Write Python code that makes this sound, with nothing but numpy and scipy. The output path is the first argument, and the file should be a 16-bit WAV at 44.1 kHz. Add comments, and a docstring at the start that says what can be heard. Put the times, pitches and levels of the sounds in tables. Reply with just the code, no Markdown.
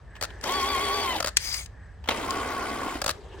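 """On a stony slope outdoors, a radio-controlled truck struggles for grip over a low rumble.
Motor and gearbox whine in two bursts, the first clear, the second loaded and gravelly: tones at
multiples of the mesh rate pass the gear case's response, over grinding noise and clicks of grit.
The stalling drive stutters in quickening clacks, noise cracks that ring the gear housing.
Between the bursts come a sharp snap and a short hiss, both of shaped noise."""
import sys
import numpy as np
from scipy import signal
from scipy.fft import rfft, irfft
from scipy.io import wavfile

SR = 44100
rng = np.random.default_rng(int(sys.argv[2]) if len(sys.argv) > 2 else 0)


def unload_audio(sound):
    """Save the sound as a 16-bit wav file, at the path given as the first command line argument."""
    columns = np.transpose(np.atleast_2d(sound))
    # keep every value between -1 and 1, then stretch to whole-number steps
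    steps = np.round(np.clip(columns, -1, 1) * 32767)
    wavfile.write(sys.argv[1], SR, steps.astype(np.int16))


N = 149940
T = np.arange(N) / SR

# left-right balance of the sound: hz, left_over_right_db
BALANCE = [(300, 0), (1200, 1.5), (2500, 1.5), (4800, 4.5), (8000, 1.5), (13000, .5)]
# how much earlier each sound reaches the left port
FREE_LEAD_S, LOADED_LEAD_S, SNAP_LEAD_S = .000068, .00005, .000125


def from_db(db):
    """Decibels to gain."""
    return 10 ** (np.asarray(db) / 20)


def rms_one(x):
    """Scale to unit power."""
    return x / np.sqrt(np.mean(x ** 2) + 1e-20)


def in_time(rows):
    """A control curve at every sample."""
    return np.interp(T, *np.transpose(rows))


def at_hz(points, hz):
    """Read a table on a log-frequency axis."""
    table_hz, values = np.transpose(points)
    return np.interp(np.log(hz), np.log(table_hz), values)


def drift(rate_hz):
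    """Slow random wander of unit power: low-passed noise, made at SR / 20 and interpolated."""
    step, settling = 20, 2000
    r = np.exp(-2 * np.pi * rate_hz * step / SR)
    white = rng.standard_normal(N // step + settling + 2)
    slow = signal.lfilter([1], [1, -2 * r, r * r], white)[settling:]
    return np.interp(np.arange(N) / step, np.arange(len(slow)), rms_one(slow))


def swell(start_s, attack_s, release_s, end_s):
    """Attack, hold, release, with straight ramps."""
    return np.clip((T - start_s) / attack_s, 0, 1) * np.clip((end_s - T) / release_s, 0, 1)


def blows(rows, attack_s):
    """Sum of envelopes of short contacts that rise fast and die away exponentially."""
    envelope = 0
    for start_s, level_db, t60_s in rows:
        rise = np.clip((T - start_s) / attack_s, 0, 1)
        decay = np.clip((T - start_s - attack_s) / t60_s, 0, 3)
        envelope = envelope + rise * from_db(level_db - 60 * decay)
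    return envelope


def pan(db):
    """Left and right gains for a level difference."""
    return from_db([[db / 2], [-db / 2]])


def place(x, lead_s, pan_db):
    """Delay the right channel by lead_s and set the left-right balance."""
    shift = np.exp(-2j * np.pi * np.fft.rfftfreq(N, 1 / SR) * lead_s)
    right = irfft(rfft(x[1]) * shift, N)
    return np.array([x[0], right]) * pan(pan_db)


def noise(colour, patchy_db):
    """Third-octave bands of stereo noise, each with its own level, flicker and likeness."""
    # left-right likeness: hz, correlation
    likeness = [(60, .9), (350, .97), (600, .55), (900, .65), (1300, .85), (2500, .68), (5000, .5),
                (12000, .78)]
    edges_hz = 20 * 2 ** (np.arange(30) / 3)
    white = rng.standard_normal((2, 2, N))  # neighbouring bands use different noise
    out = 0
    for k, (low, high) in enumerate(zip(edges_hz, edges_hz[1:])):
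        if high < colour[0][0] or low > colour[-1][0]:
            continue
        band = signal.butter(2, [low, high], "band", fs=SR, output="sos")
        mid, side = signal.sosfilt(band, white[k % 2])
        hz = np.sqrt(low * high)
        alike = np.clip(at_hz(likeness, hz), -1, 1)
        stereo = np.sqrt(1 + alike) * mid + np.sqrt(1 - alike) * side * [[1], [-1]]
        level_db = at_hz(colour, hz) + patchy_db * drift(25)
        out = out + from_db(level_db) * pan(at_hz(BALANCE, hz)) * stereo
    return rms_one(out)


def resonant_noise(hz, width_hz):
    """Mono noise through two equal resonances in series, each width_hz wide."""
    r = np.exp(-np.pi * width_hz / SR)
    section = [1 - r, 0, r - 1, 1, -2 * r * np.cos(2 * np.pi * hz / SR), r * r]
    return rms_one(signal.sosfilt([section, section], rng.standard_normal(N)))


def rumble():
    """Low noise with a wavering hum, a narrow noise band at 58 Hz."""
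    # hz, db_per_hz
    colour = [(22, -38), (40, -7), (55, 0), (85, -2), (110, -12), (140, -13), (220, -24)]
    rumble_db, hum_db = -45.5, -52
    return from_db(rumble_db) * noise(colour, patchy_db=1.5) + from_db(hum_db) * resonant_noise(58, 14)


def air():
    """Open air: faint steady noise that falls off towards the treble."""
    # hz, db_per_hz
    colour = [(200, -9), (450, -2), (700, -2), (1100, -6), (1700, -12), (2500, -19), (5000, -24),
              (8000, -31), (12000, -46)]
    return from_db(-59) * noise(colour, patchy_db=1.2)


def whirr():
    """Faint whirr near 1.7 kHz and the speed controller's thin whistle, both resonant noise."""
    # whirr level: time_s, level_db
    level = [(.03, -72), (.12, -55), (.35, -52), (1.35, -59), (1.65, -65), (1.85, -56), (2.0, -66),
             (3.25, -66), (3.38, -55)]
    whistle_db = -21  # relative to the whirr
    sound = resonant_noise(1720, 330) + from_db(whistle_db) * resonant_noise(7980, 50)
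    return from_db(in_time(level)) * sound


def rolling():
    """Low murmur of the rolling wheels: shaped noise that carries a resonant hum."""
    # murmur level: time_s, level_db
    level = [(0, -68), (.14, -64), (.3, -51), (1.7, -72), (2.9, -66), (3.13, -50), (3.25, -51.5),
             (3.39, -47)]
    # hz, db_per_hz
    colour = [(200, -12), (390, -2), (560, -5), (1100, -11), (1500, -18), (3000, -19), (8000, -32),
              (12000, -47)]
    hum_db = -5  # relative to the murmur
    sound = noise(colour, patchy_db=3) + from_db(hum_db) * resonant_noise(400, 90)
    return from_db(in_time(level)) * sound


def hiss():
    """Short bright noise; its narrow resonances flutter and drop out one after another."""
    # hz, db_per_hz
    colour = [(300, -13), (1100, -4), (2100, -3), (3100, -4), (4300, 2), (6800, -3), (9300, -3),
              (12500, -7), (15500, -9)]
    # resonances: hz, width_hz (of each filter section), level_db, end_s
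    resonances = [(2170, 340, -44, 1.64), (4930, 260, -39.5, 1.61), (5900, 240, -46, 1.6),
                  (6480, 300, -47, 1.66)]
    start_s, attack_s, release_s, end_s = 1.385, .07, .10, 1.665
    level_db, flutter_db = -35, 2.5
    lean = 3.2  # how many times further left the resonances lean than BALANCE
    peaks = 0
    for hz, width_hz, peak_db, stop_s in resonances:
        gain = from_db(peak_db + flutter_db * drift(50))
        envelope = swell(start_s, attack_s, attack_s / 2, stop_s)
        peaks = peaks + gain * envelope * resonant_noise(hz, width_hz) * pan(lean * at_hz(BALANCE, hz))
    gain = from_db(level_db + 1.2 * drift(60))
    return peaks + swell(start_s, attack_s, release_s, end_s) * gain * noise(colour, patchy_db=2.2)


def snaps():
    """Sharp snaps and ticks: bright noise under fast decaying envelopes."""
    # start_s, level_db, t60_s
    events = [(.411, -41, .02), (.521, -25, .012), (1.364, -32, .05), (1.3690, -6, .013),
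              (1.3730, -26, .025), (1.542, -26, .025), (1.659, -35.5, .02), (2.172, -31, .012),
              (2.3065, -22, .014)]
    # hz, db_per_hz
    colour = [(200, -20), (400, -16), (900, -19), (1500, -9), (2400, -3), (3100, -6), (4200, -4),
              (5600, -2), (8000, -6), (10500, -18), (15500, -23)]
    return noise(colour, patchy_db=1.5) * blows(events, attack_s=.0014)


def knocks():
    """Dull knocks of the drive: three soft ones early, then a cluster near 2.1 s, strongest near 800 Hz."""
    # start_s, level_db, t60_s
    events = [(.153, -44, .05), (.164, -43, .05), (.3035, -39, .035), (2.040, -41, .05), (2.058, -41, .04),
              (2.0755, -29, .03), (2.0875, -15, .032), (2.0915, -21, .015), (2.105, -25, .04),
              (2.110, -24, .04), (2.119, -31, .03)]
    # hz, db_per_hz
    colour = [(150, -20), (260, -9), (480, -9), (800, 0), (1250, -9), (1500, -5), (2000, -9), (3100, -7),
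              (4500, -17), (8400, -24), (15000, -32)]
    return noise(colour, patchy_db=2.5) * blows(events, attack_s=.0008)


def clacks():
    """Stalling clacks of the drive: each is a bright crack that sets the gear housing ringing."""
    # time_s, level_db
    events = [(.212, -5), (.2245, 0), (.235, -3), (.242, -8), (.2505, -11), (.439, -4), (1.203, 2),
              (1.226, -2), (1.245, 0), (1.2605, -2), (1.272, -1), (1.281, -4), (1.289, -8), (3.017, 1),
              (3.0417, -1), (3.062, 2), (3.079, 1), (3.092, 3), (3.103, -3), (3.110, -4)]
    # crack colour: hz, db_per_hz
    colour = [(300, -16), (600, -3), (850, -6), (1300, -1), (2100, -9), (3300, -9), (4600, -5), (5800, -10),
              (7800, -8), (11000, -21), (15500, -23)]
    # modes of the gear housing: hz, level_db, t60_s
    housing = [(595, 1.5, .032), (1240, -3, .025), (1350, -3, .025), (1660, -5, .022), (2620, -9, .02),
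               (4620, 1, .014), (5320, -6, .015), (7110, -3, .014), (7990, -6, .014)]
    crack_db, crack_t60_s, rise_s = -21.5, .02, .003
    housing_db, housing_delay_s = -27.5, .0035
    wind_up_s = .018  # pause the drive needs to wind up fully

    cracks = [(time_s - rise_s / 2, level_db, crack_t60_s) for time_s, level_db in events]
    out = from_db(crack_db) * noise(colour, patchy_db=1.5) * blows(cracks, attack_s=rise_s)
    time_s, level_db = np.transpose(events)
    count = len(time_s)
    # quicker clacks ring the housing less
    wound = np.minimum(np.diff(time_s, prepend=0) / wind_up_s, 1)
    for hz, mode_db, t60_s in housing:
        hit_s = time_s + housing_delay_s * rng.uniform(.7, 1.3, count)
        hit_db = housing_db + level_db + mode_db + rng.normal(0, 2, count)
        hits = np.full(N, 1e-18)
        hits[(hit_s * SR).astype(int)] = wound * from_db(hit_db)
        r, w = from_db(-60 / (t60_s * SR)), 2 * np.pi * hz / SR
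        ring = signal.lfilter([0, np.sin(w)], [1, -2 * r * np.cos(w), r * r], hits)
        out = out + ring * pan(at_hz(BALANCE, hz))
    return out


def grit():
    """Grains of stone cracking under the tyres: sparse bright clicks of uneven size."""
    clicks_per_s, spread_db = 1200, 2.5
    sizes = from_db(spread_db * np.minimum(rng.exponential(1, N), 4)) * rng.choice([-1, 1], N)
    clicks = sizes * (rng.random(N) < clicks_per_s / SR) + 1e-18
    band = signal.butter(1, [2500, 9000], "band", fs=SR, output="sos")
    return rms_one(signal.sosfilt(band, clicks))


def chassis(x):
    """Resonances and hollows of the chassis: a chain of peak and dip filters."""
    # hz, width_hz, gain_db
    resonances = [(180, 50, -6), (520, 90, -3), (1280, 150, -7), (1750, 130, -2), (2070, 220, 4),
                  (2840, 130, -4), (3090, 200, 4), (4150, 250, -3), (6200, 1400, -2)]
    for hz, width_hz, gain_db in resonances:
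        x = x + (from_db(gain_db) - 1) * signal.lfilter(*signal.iirpeak(hz, hz / width_hz, fs=SR), x)
    return x


def drive(burst, mesh_rows, grind_colour, tone_column):
    """Gear tones glide through the gear case's response; the grinding throbs with shaft and teeth."""
    # mesh_multiple, free_burst_db, loaded_burst_db (both ahead of the gear case)
    gear_tones = [(.36, -40, -46), (.225, -43, -39), (.645, -47, -40.5), (.72, -38, -47), (1, -31.7, -37),
                  (1.31, -43, -41), (1.8, -53, -52), (2, -37.5, -58), (3, -36.3, -60), (4, -38, -60)]
    # response of the gear case: hz, gain_db
    gear_case = [(270, -10), (405, 0), (560, -6), (760, -7), (860, 2.5), (950, -2), (1085, 2), (1170, -5),
                 (1450, -2), (1650, -6), (1900, -3), (2080, 2), (2230, -8), (2900, -6), (3090, 3),
                 (3240, -5), (3370, -1), (3700, -8), (4380, -7), (4620, 3)]
    shaft_ratio, tooth_ratio = .06, gear_tones[0][0]  # throb rates as shares of the mesh rate
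    shaft_throb, tooth_throb, speed_jitter = .25, .4, .008
    backlash_rate_hz = 160
    tone_db_per_octave, cruise_hz = 3, 1110  # gear tones grow with speed, unity at cruise
    start_s, attack_s, release_s, end_s, grind_db, sag_db_per_s, rough, backlash_rad, grit_db, settle_s = burst

    mesh_hz = in_time(mesh_rows)
    turn_rad = 2 * np.pi * np.cumsum(mesh_hz * (1 + speed_jitter * drift(40))) / SR
    rattled_rad = turn_rad + backlash_rad * drift(backlash_rate_hz)
    tones = 0
    for row in gear_tones:
        multiple = row[0]
        wobble = 1 + rough * (drift(45) + 1j * drift(45))
        tone = rms_one(np.real(wobble * np.exp(1j * multiple * rattled_rad)))
        gain = from_db(row[tone_column] + at_hz(gear_case, multiple * mesh_hz))
        tones = tones + gain * tone * pan(at_hz(BALANCE, multiple * cruise_hz))
    effort = from_db(tone_db_per_octave * np.log2(mesh_hz / cruise_hz))
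    tones = tones * effort * swell(start_s, settle_s, settle_s, end_s)

    shaft = 1 + shaft_throb * np.cos(shaft_ratio * turn_rad)
    teeth = 1 + tooth_throb * np.cos(tooth_ratio * turn_rad)
    rubbing = noise(grind_colour, patchy_db=2.2) + from_db(grit_db) * grit()
    grinding = chassis(from_db(grind_db) * rms_one(shaft * teeth) * rubbing)
    sag = from_db(sag_db_per_s * (T - (start_s + end_s) / 2))
    return (tones + grinding) * swell(start_s, attack_s, release_s, end_s) * sag


def free_burst():
    """First burst: the gears run clear, with little backlash and tones that build quickly."""
    # start_s, attack_s, release_s, end_s, grind_db (ahead of the chassis), sag_db_per_s,
    # tone_roughness (0-1), backlash_rad, grit_db (relative to grind), tone_build_and_fade_s
    burst = (.415, .06, .058, 1.224, -31, -.5, .36, .07, -20, .045)
    # gear mesh rate: time_s, mesh_hz
    mesh = [(0.44, 690), (0.473, 850), (0.501, 1075), (0.56, 1141), (0.632, 1075), (0.696, 1154),
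            (0.732, 1130), (0.755, 1078), (0.785, 1075), (0.84, 1145), (0.868, 1108), (0.92, 1098),
            (0.948, 1155), (0.975, 1132), (1.014, 1153), (1.06, 1092), (1.08, 1045), (1.122, 1012),
            (1.158, 860), (1.2, 690)]
    # grinding of gears and tyres: hz, db_per_hz
    grind = [(160, -21), (240, -4), (420, -3), (520, -5), (680, -2), (900, -2), (1300, -8), (2300, -9),
             (3300, -11), (4400, -12), (5500, -15), (8500, -16), (10500, -24), (15500, -28)]
    return drive(burst, mesh, grind, tone_column=1)


def loaded_burst():
    """Second burst: loaded and gravelly, with rougher tones and more backlash."""
    # start_s, attack_s, release_s, end_s, grind_db (ahead of the chassis), sag_db_per_s,
    # tone_roughness (0-1), backlash_rad, grit_db (relative to grind), tone_build_and_fade_s
    burst = (2.07, .03, .08, 3.035, -32.3, -2, .7, .3, -24, .27)
    # gear mesh rate: time_s, mesh_hz
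    mesh = [(2.09, 900), (2.3, 1062), (2.35, 1130), (2.4, 1095), (2.46, 1140), (2.51, 1100), (2.565, 1115),
            (2.615, 1060), (2.65, 1150), (2.69, 1100), (2.72, 1140), (2.78, 1165), (2.83, 1070),
            (2.92, 1100), (3.0, 1000)]
    # grinding of gears and tyres: hz, db_per_hz
    grind = [(150, -15), (255, 1), (430, 0), (530, -5), (720, -2), (900, -5), (1120, -1), (1750, -12),
             (2600, -12), (3300, -17), (4800, -18), (6500, -22), (8500, -18.5), (11000, -28), (15500, -32)]
    return drive(burst, mesh, grind, tone_column=2)


def scatter(x):
    """Faint short tail thrown back by the slope: convolution with decaying noise."""
    tail_db, t60_s, gap_s = -20, .25, .004
    t = T[:SR // 2]
    tail = rng.standard_normal((2, len(t))) * from_db(-60 * t / t60_s) * (t > gap_s)
    tail = signal.lfilter([1], [1, -.6], tail)  # darken
    tail = tail / np.sqrt(np.sum(tail ** 2) / 2)
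    return from_db(tail_db) * signal.fftconvolve(x, tail, axes=1)[:, :N]


def scene():
    """The truck's sounds and their scatter over the background."""
    background = rumble() + air() + whirr() + rolling()
    truck = (place(hiss(), SNAP_LEAD_S, pan_db=.3)
             + place(snaps(), SNAP_LEAD_S, pan_db=3.2)
             + place(clacks(), FREE_LEAD_S, pan_db=.8)
             + place(free_burst(), FREE_LEAD_S, pan_db=.2)
             + place(loaded_burst() + knocks(), LOADED_LEAD_S, pan_db=-.6))
    return background + truck + scatter(truck)


def record(dry):
    """Peaks clip at full scale, then a steep low-pass cuts the top."""
    stop_hz = 16900  # 60 dB down from here up
    low_pass = signal.cheby2(14, 60, stop_hz, fs=SR, output="sos")
    return signal.sosfilt(low_pass, np.clip(dry, -1, 1))


dry = scene()
out = record(dry)
unload_audio(out)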